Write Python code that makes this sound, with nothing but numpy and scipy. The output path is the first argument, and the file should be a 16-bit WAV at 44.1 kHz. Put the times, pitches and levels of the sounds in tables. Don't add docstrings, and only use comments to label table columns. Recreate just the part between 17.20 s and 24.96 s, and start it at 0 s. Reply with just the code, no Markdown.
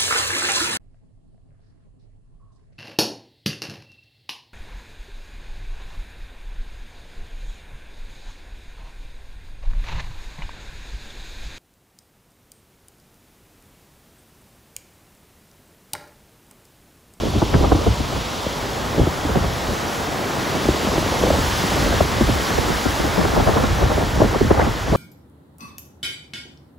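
import sys
import numpy as np
from scipy import signal
from scipy.fft import rfft, irfft, next_fast_len
from scipy.io import wavfile
from scipy.ndimage import uniform_filter1d

SR = 44100
rng = np.random.default_rng(int(sys.argv[2]) if len(sys.argv) > 2 else 0)


def dump_mix(stems):
    frames = np.atleast_2d(stems).T
    limited = np.clip(frames, -1, 1)
    pcm = np.round(limited * 32767).astype(np.int16)
    wavfile.write(sys.argv[1], SR, pcm)


def ratio_of_db(decibels):
    return 10 ** (np.asarray(decibels, float) / 20)


N = 342194

# time in seconds, breeze level in dB, likeness at the ports (0-1).
BREEZE = [(0, -25, 0.6), (.45, -25, 0.49), (.85, -31.5, 0.23), (1.2, -37, 0.7), (1.65, -29.5, 0.92),
          (2.1, -40, 0.46), (2.5, -34, 0.8), (2.9, -39, 1), (3.4, -50, .83), (4, -44, 0.78),
          (4.7, -37, 0.6), (5.1, -46, 0.3), (5.6, -39, 0), (6, -25.5, 0.04), (6.4, -21.5, 0.18),
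          (6.9, -24.5, 0.46), (7.4, -34, 0.23), (7.76, -22.5, .37)]
# start in seconds, peak in dB, centre in Hz, treble share in dB.
POPS = [(.146, -16, 183, -21), (.217, -6, 287, -15), (.339, -2.5, 252, -1), (.469, -11, 620, -9),
        (.516, 0, 323, -11), (.666, -6, 200, -16.5), (1.262, -10.5, 590, -26), (1.791, -9, 186, -26),
        (1.867, -4, 350, -14), (2.155, -5, 180, -19), (3.484, -1, 308, -24), (4.033, -1, 464, -17.5),
        (4.101, -1.5, 636, -16), (4.66, -12, 270, -14), (4.724, -8, 215, -2), (4.805, 2, 630, -14),
        (5.007, -3.5, 218, -18), (5.302, -12, 810, -11), (6.009, -10, 604, -4), (6.045, -6.5, 350, -9),
        (6.171, -7.5, 330, -19), (6.272, -6.5, 710, -10), (6.438, -9, 260, -6), (6.713, -8, 590, -6),
        (7.014, -1, 626, -15), (7.208, -2.5, 385, -20), (7.305, -2, 363, -11.5), (7.393, -4, 888, -5),
        (7.469, -9, 224, -7), (7.714, -17, 385, -10)]
# start in seconds, peak in dB, centre in Hz.
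PATS = [(0.368, -22, 172), (.545, -8, 299), (0.796, -12, 272), (0.925, -15, 400), (.961, -13.5, 172),
        (2.047, -11.5, 286), (2.09, -14, 246), (2.241, -9.5, 172), (3.451, -8, 258), (3.668, -7.5, 237),
        (3.776, -7, 323), (3.857, -14, 495), (4.068, -14, 500), (4.182, -8.5, 244), (4.435, -9, 200),
        (4.515, -11.5, 203), (5.087, -9.5, 282), (5.379, -8, 420), (5.497, -12, 180), (5.655, -11.5, 263),
        (5.796, -11, 350), (5.98, -9, 186), (6.197, -11, 684), (6.609, -14, 340), (6.823, -11, 305),
        (6.997, -7, 277), (7.039, -8, 318), (7.156, -9, 460), (7.374, -13, 778), (7.734, -14, 546)]


def evened(x):
    return x / np.sqrt(np.mean(x ** 2) + 1e-20)


def read(points, hz):
    f, value = np.transpose(points)
    return np.interp(np.log(hz + 1), np.log(f + 1), value)


def columns(rows, t):
    s, *values = np.transpose(rows)
    return [np.interp(t, s, v) for v in values]


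def add(mix, s, sound):
    part = mix[:, round(s * SR):][:, :sound.shape[1]]
    part += sound[:, :part.shape[1]]


def grid(size):
    return np.fft.rfftfreq(size, 1 / SR)[:, None], np.arange(4 * N // size + 5) * size / 4 / SR


def drift(shape, *spans):
    x = rng.standard_normal(shape[::-1]).T
    for axis, span in enumerate(spans):
        width = max(int(span), 1)
        x = uniform_filter1d(uniform_filter1d(x, width, axis), width, axis)
    return evened(x)


def port_noise(gain, same, lead=0):
    a, b, c, d = rng.standard_normal(gain.shape[::-1] + (4,)).T
    same = np.clip(same, 0, 1)
    left = a + 1j * b
    right = same * left + np.sqrt(1 - same ** 2) * (c + 1j * d)
    half = np.exp(1j * lead / 2)
    z = gain * np.array([left * half, right / half])
    size = 2 * len(gain) - 2
    return signal.istft(z, nperseg=size, noverlap=3 * size // 4)[1][:, :N]


def unit(shape):
    return shape / np.sqrt(np.sum(shape ** 2, 0))


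def steadied(x, span_s):
    return x / np.sqrt(abs(uniform_filter1d((x ** 2).mean(0), round(span_s * SR))) + 1e-12)


def top_of(bright_db, base_hz, per_db):
    return base_hz * np.exp(per_db * np.clip(bright_db, -30, 6))


def bumps(rows, t):
    s, length, db = np.transpose(rows)[:3, :, None]
    flank_steepness = 2.23
    return ratio_of_db(db) ** 2 * np.exp(-abs(2 * (t - s) / length) ** flank_steepness)


def surf(spray_hz=8000, wash_hz=1750, churn_hz=1200, patchy_db=0.55, flicker_db=0.84, sway_rad=0.025, level_db=7):
    # time in seconds, nearness as fizz in dB, turn to the foam in dB.
    wave = [(0, -32.5, -9.5), (.5, -33, -5), (1.1, -33, -4), (1.5, -35, 2.5), (1.9, -35.5, 5),
            (2.3, -34.5, 2.5), (2.75, -34, 4), (3.08, -35.5, 6.5), (3.2, -32.5, 1.5), (3.5, -31, -2.5),
            (4.6, -28.5, -2), (4.9, -31.5, 1), (5.25, -30.5, 0.5), (6, -32, 2), (7, -34.5, 1.5),
            (7.76, -35.5, 0.5)]
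    # frequency in Hz, density in dB per Hz.
    foam = [(32, -40), (62, -7), (220, -4.5), (640, -6.5), (1100, -5.5), (1800, -7.5), (2500, -12.5),
            (3300, -10.5), (4200, -13.5), (5600, -15.5), (7400, -20.5), (9000, -20.5), (11000, -25.5),
            (15600, -27.5)]
    # frequency in Hz, likeness (0-1).
    alike = [(70, .97), (140, .65), (300, .75), (800, .7), (1200, .35), (1700, .15), (2000, .8),
             (2250, .97), (2400, 1), (16000, 1)]
    # frequency in Hz, lead of the left port in rad.
    port_lead = [(7450, 0), (7700, -1.), (8800, -2.9), (9500, -3.45), (9850, -4.3), (10700, -6.05),
                 (11600, -6.5), (12100, -7.6), (12900, -9.25), (13650, -9.65), (14700, -12.),
                 (15100, -12.57)]
    hz, t = grid(size=1024)
    fizz_db, turn_db = columns(wave, t)

    churn_db = 5.5 + 0.59 * turn_db - 0.1672 * t
    not_arrived = 1 / (1 + np.exp((t - 0.43) / 1))
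    wash_db = -1.5 + 0.41 * turn_db + 0.53 * t - 3 * not_arrived
    spray_db = 0.76 * turn_db + 0.65 * (fizz_db + 36)

    high = hz ** 2 / (hz ** 2 + spray_hz ** 2)
    middle = np.exp(-(np.log2((hz + 1) / wash_hz) / 0.44) ** 2)
    low = 1 / (1 + (hz / churn_hz) ** 4)
    field_db = fizz_db + high * spray_db + middle * wash_db + low * churn_db + level_db
    patches = patchy_db * drift(field_db.shape, 9.1, 8)
    flicker = flicker_db * high * drift(t.shape, 3.7)
    gain = unit(ratio_of_db(read(foam, hz))) * ratio_of_db(field_db + patches + flicker)
    lead = read(port_lead, hz) + sway_rad * drift(field_db.shape, 8, 6.1)
    return port_noise(gain, read(alike, hz), lead)


def rumble(level_db=0.5, apart_hz=200):
    # frequency in Hz, density in dB per Hz.
    colour = [(12, -41), (20, -11), (42, 4), (65, 8), (89, 0.5), (178, -11.5), (300, -21.5), (390, -47),
              (660, -120)]
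    # centre in seconds, length in seconds, strength in dB.
    swells = [(.18, 0.055, -20), (.39, 0.087, -14), (.46, .07, -15.5), (.55, .08, -19), (.7, 0.05, -14.5),
              (.82, 0.053, -23), (.97, 0.1, -26), (1.28, 0.027, -28), (1.7, .05, -26), (1.83, 0.048, -14.5),
              (2.19, 0.24, -21.5), (2.5, 0.089, -27), (3.52, 0.1, -27), (3.77, 0.18, -25),
              (4.16, 0.39, -22), (4.71, 0.34, -21), (5.08, 0.17, -17.5), (5.36, .03, -23),
              (5.52, 0.11, -23.5), (5.7, 0.06, -23), (5.83, 0.074, -24), (6.02, 0.11, -27),
              (6.31, .27, -26), (6.52, 0.036, -16), (6.65, 0.043, -13), (6.99, 0.12, -19.5),
              (7.08, 0.044, -18), (7.28, 0.11, -19), (7.43, 0.17, -19.5), (7.72, 0.049, -19)]
    hz, t = grid(size=1024)
    breeze_db, likeness = columns(BREEZE, t)
    apart = (1 - likeness) * np.clip(hz / apart_hz, 0, 1) ** 2.4
    eddies = port_noise(ratio_of_db(read(colour, hz) + 0 * t), 1 - apart)
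    lumps = evened(steadied(eddies, 0.079))
    wake_lag_s, wake_s, wake_db = 0.018, 0.018, -18
    wakes = [(s + wake_lag_s, wake_s, db + wake_db) for s, db, *_ in POPS + PATS]
    power = ratio_of_db(breeze_db) ** 2 + bumps(swells + wakes, t).sum(0)
    return lumps * np.interp(np.arange(N) / SR, t, np.sqrt(power)) * ratio_of_db(level_db)


def flutter(lumps_db=2.16, patchy_db=4.5, foot_hz=130, breeze_db=-8, bond=0.13, calm_db=-12, treble_db=3):
    # centre in seconds, length in seconds, strength in dB, treble share in dB.
    clumps = [(0.047, 0.065, -21, -15), (0.164, 0.036, -18.5, -14), (0.349, 0.027, -12, -10),
              (0.429, 0.064, -17.5, -9.5), (0.554, 0.13, -25, -6), (0.659, 0.06, -27, -9),
              (.95, .12, -43, -15), (1.799, 0.064, -17, -14.5), (2.18, 0.16, -27.5, 0),
              (2.5, .06, -23, -22), (3.253, 0.56, -27, -10), (3.74, 0.45, -24.5, -7.5),
              (4.084, 0.15, -20, -7.5), (4.684, 0.21, -21, -15), (4.795, 0.028, -22, -6),
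              (5.03, 0.3, -29.5, -12), (5.45, 0.15, -27, -10), (5.85, 0.063, -23, -11),
              (6.043, 0.17, -24.5, -5), (6.186, 0.08, -15.5, -0.5), (6.293, 0.045, -17.5, -5),
              (6.392, .1, -19, -2.5), (6.62, 0.057, -18.5, -3), (6.75, 0.19, -23.5, -6),
              (7.024, .11, -19, -9), (7.14, 0.041, -23, -1), (7.237, 0.052, -20, -20),
              (7.314, 0.026, -15.5, -4), (7.406, 0.16, -19.5, 1), (7.746, .08, -16, -6)]
    hz, t = grid(size=256)
    wind_db, likeness = columns(BREEZE, t)
    calm = ratio_of_db(wind_db + breeze_db) ** 2
    gusts = bumps(clumps, t)
    power = calm + gusts.sum(0)
    share_db = (calm * calm_db + np.transpose(clumps)[3] @ gusts) / power
    lumps = drift(t.shape, 9.5)
    top_hz = top_of(share_db + treble_db + 0.62 * lumps, 923, 0.061)
    shape = hz ** 2 / (hz ** 2 + foot_hz ** 2) * np.exp(-(hz / top_hz) ** 1.7)
    patches = ratio_of_db(patchy_db * drift(shape.shape, 2, 4.4))
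    eddies = port_noise(unit(shape) * patches, bond + (1 - bond) * likeness)
    swell = np.interp(np.arange(N) / SR, t, np.sqrt(power) * ratio_of_db(lumps_db * lumps))
    return steadied(eddies, 0.027) * swell


def pops(rough=2.12, cycles=2.48, peak_db=8, octaves=0.25, level_db=2.0, pat_treble_db=-16.5, pan_spread_db=5):
    out = np.zeros((2, N))
    t = (np.arange(2048) - 512) / SR
    hz = np.fft.rfftfreq(2048, 1 / SR)
    rows = POPS + [(*row, pat_treble_db) for row in PATS]
    chance = rng.standard_normal((len(rows), 3, 2048))
    for (s, db, centre_hz, bright_db), (both, *own) in zip(rows, chance):
        same = 0.28 + 0.61 * np.clip(columns(BREEZE, s)[1], 0, 1)
        pan_db = pan_spread_db * (1 - same) * both[0]
        body = np.exp(-(t * centre_hz / cycles * np.where(t < 0, 1.7, .8)) ** 2)
        ragged = (same * both + (1 - same) * np.array(own)) * body
        ragged = ragged / np.linalg.norm(ragged, axis=1, keepdims=True)
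        kick = same * (t == 0) + rough * (1 - same) * ragged
        colour = ratio_of_db(peak_db * np.exp(-(np.log2((hz + 1) / centre_hz) / octaves) ** 2))
        dull = np.exp(-(hz / top_of(bright_db, 1750, 0.046)) ** 2)
        kick = irfft(rfft(kick) * colour * dull)
        port_db = db + level_db + pan_db * np.array([[.5], [-.5]])
        add(out, s - .009, ratio_of_db(port_db) * kick / abs(kick).max())
    return out


def late_bass(x, turns=1.497):
    size = next_fast_len(N + SR)
    hz = np.fft.rfftfreq(size, 1 / SR)
    lag = np.exp(-2j * np.pi * turns * np.log((hz + 30) / (hz + 3000)))
    return irfft(rfft(x, size) * lag, size)[:, :N]


def scene():
    return surf() + rumble() + late_bass(flutter() + pops())


def roll_off(x):
    return signal.sosfilt(signal.butter(12, 17060, fs=SR, output="sos"), x)


def record(dry):
    cut = signal.sosfiltfilt(signal.butter(3, 36, "highpass", fs=SR, output="sos"), dry)
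    limited = cut / (1 + abs(cut) ** 4) ** (1 / 4)
    left, right = signal.oaconvolve(limited, signal.firwin(511, 15750, fs=SR)[None], "same")
    outside = signal.firwin(1023, (2450, 7450), fs=SR, window=("kaiser", 8))
    side = signal.oaconvolve((left - right) / 2, outside, "same")
    return roll_off((left + right) / 2 + np.array([side, -side]))


dry = scene()
out = record(dry)
dump_mix(out)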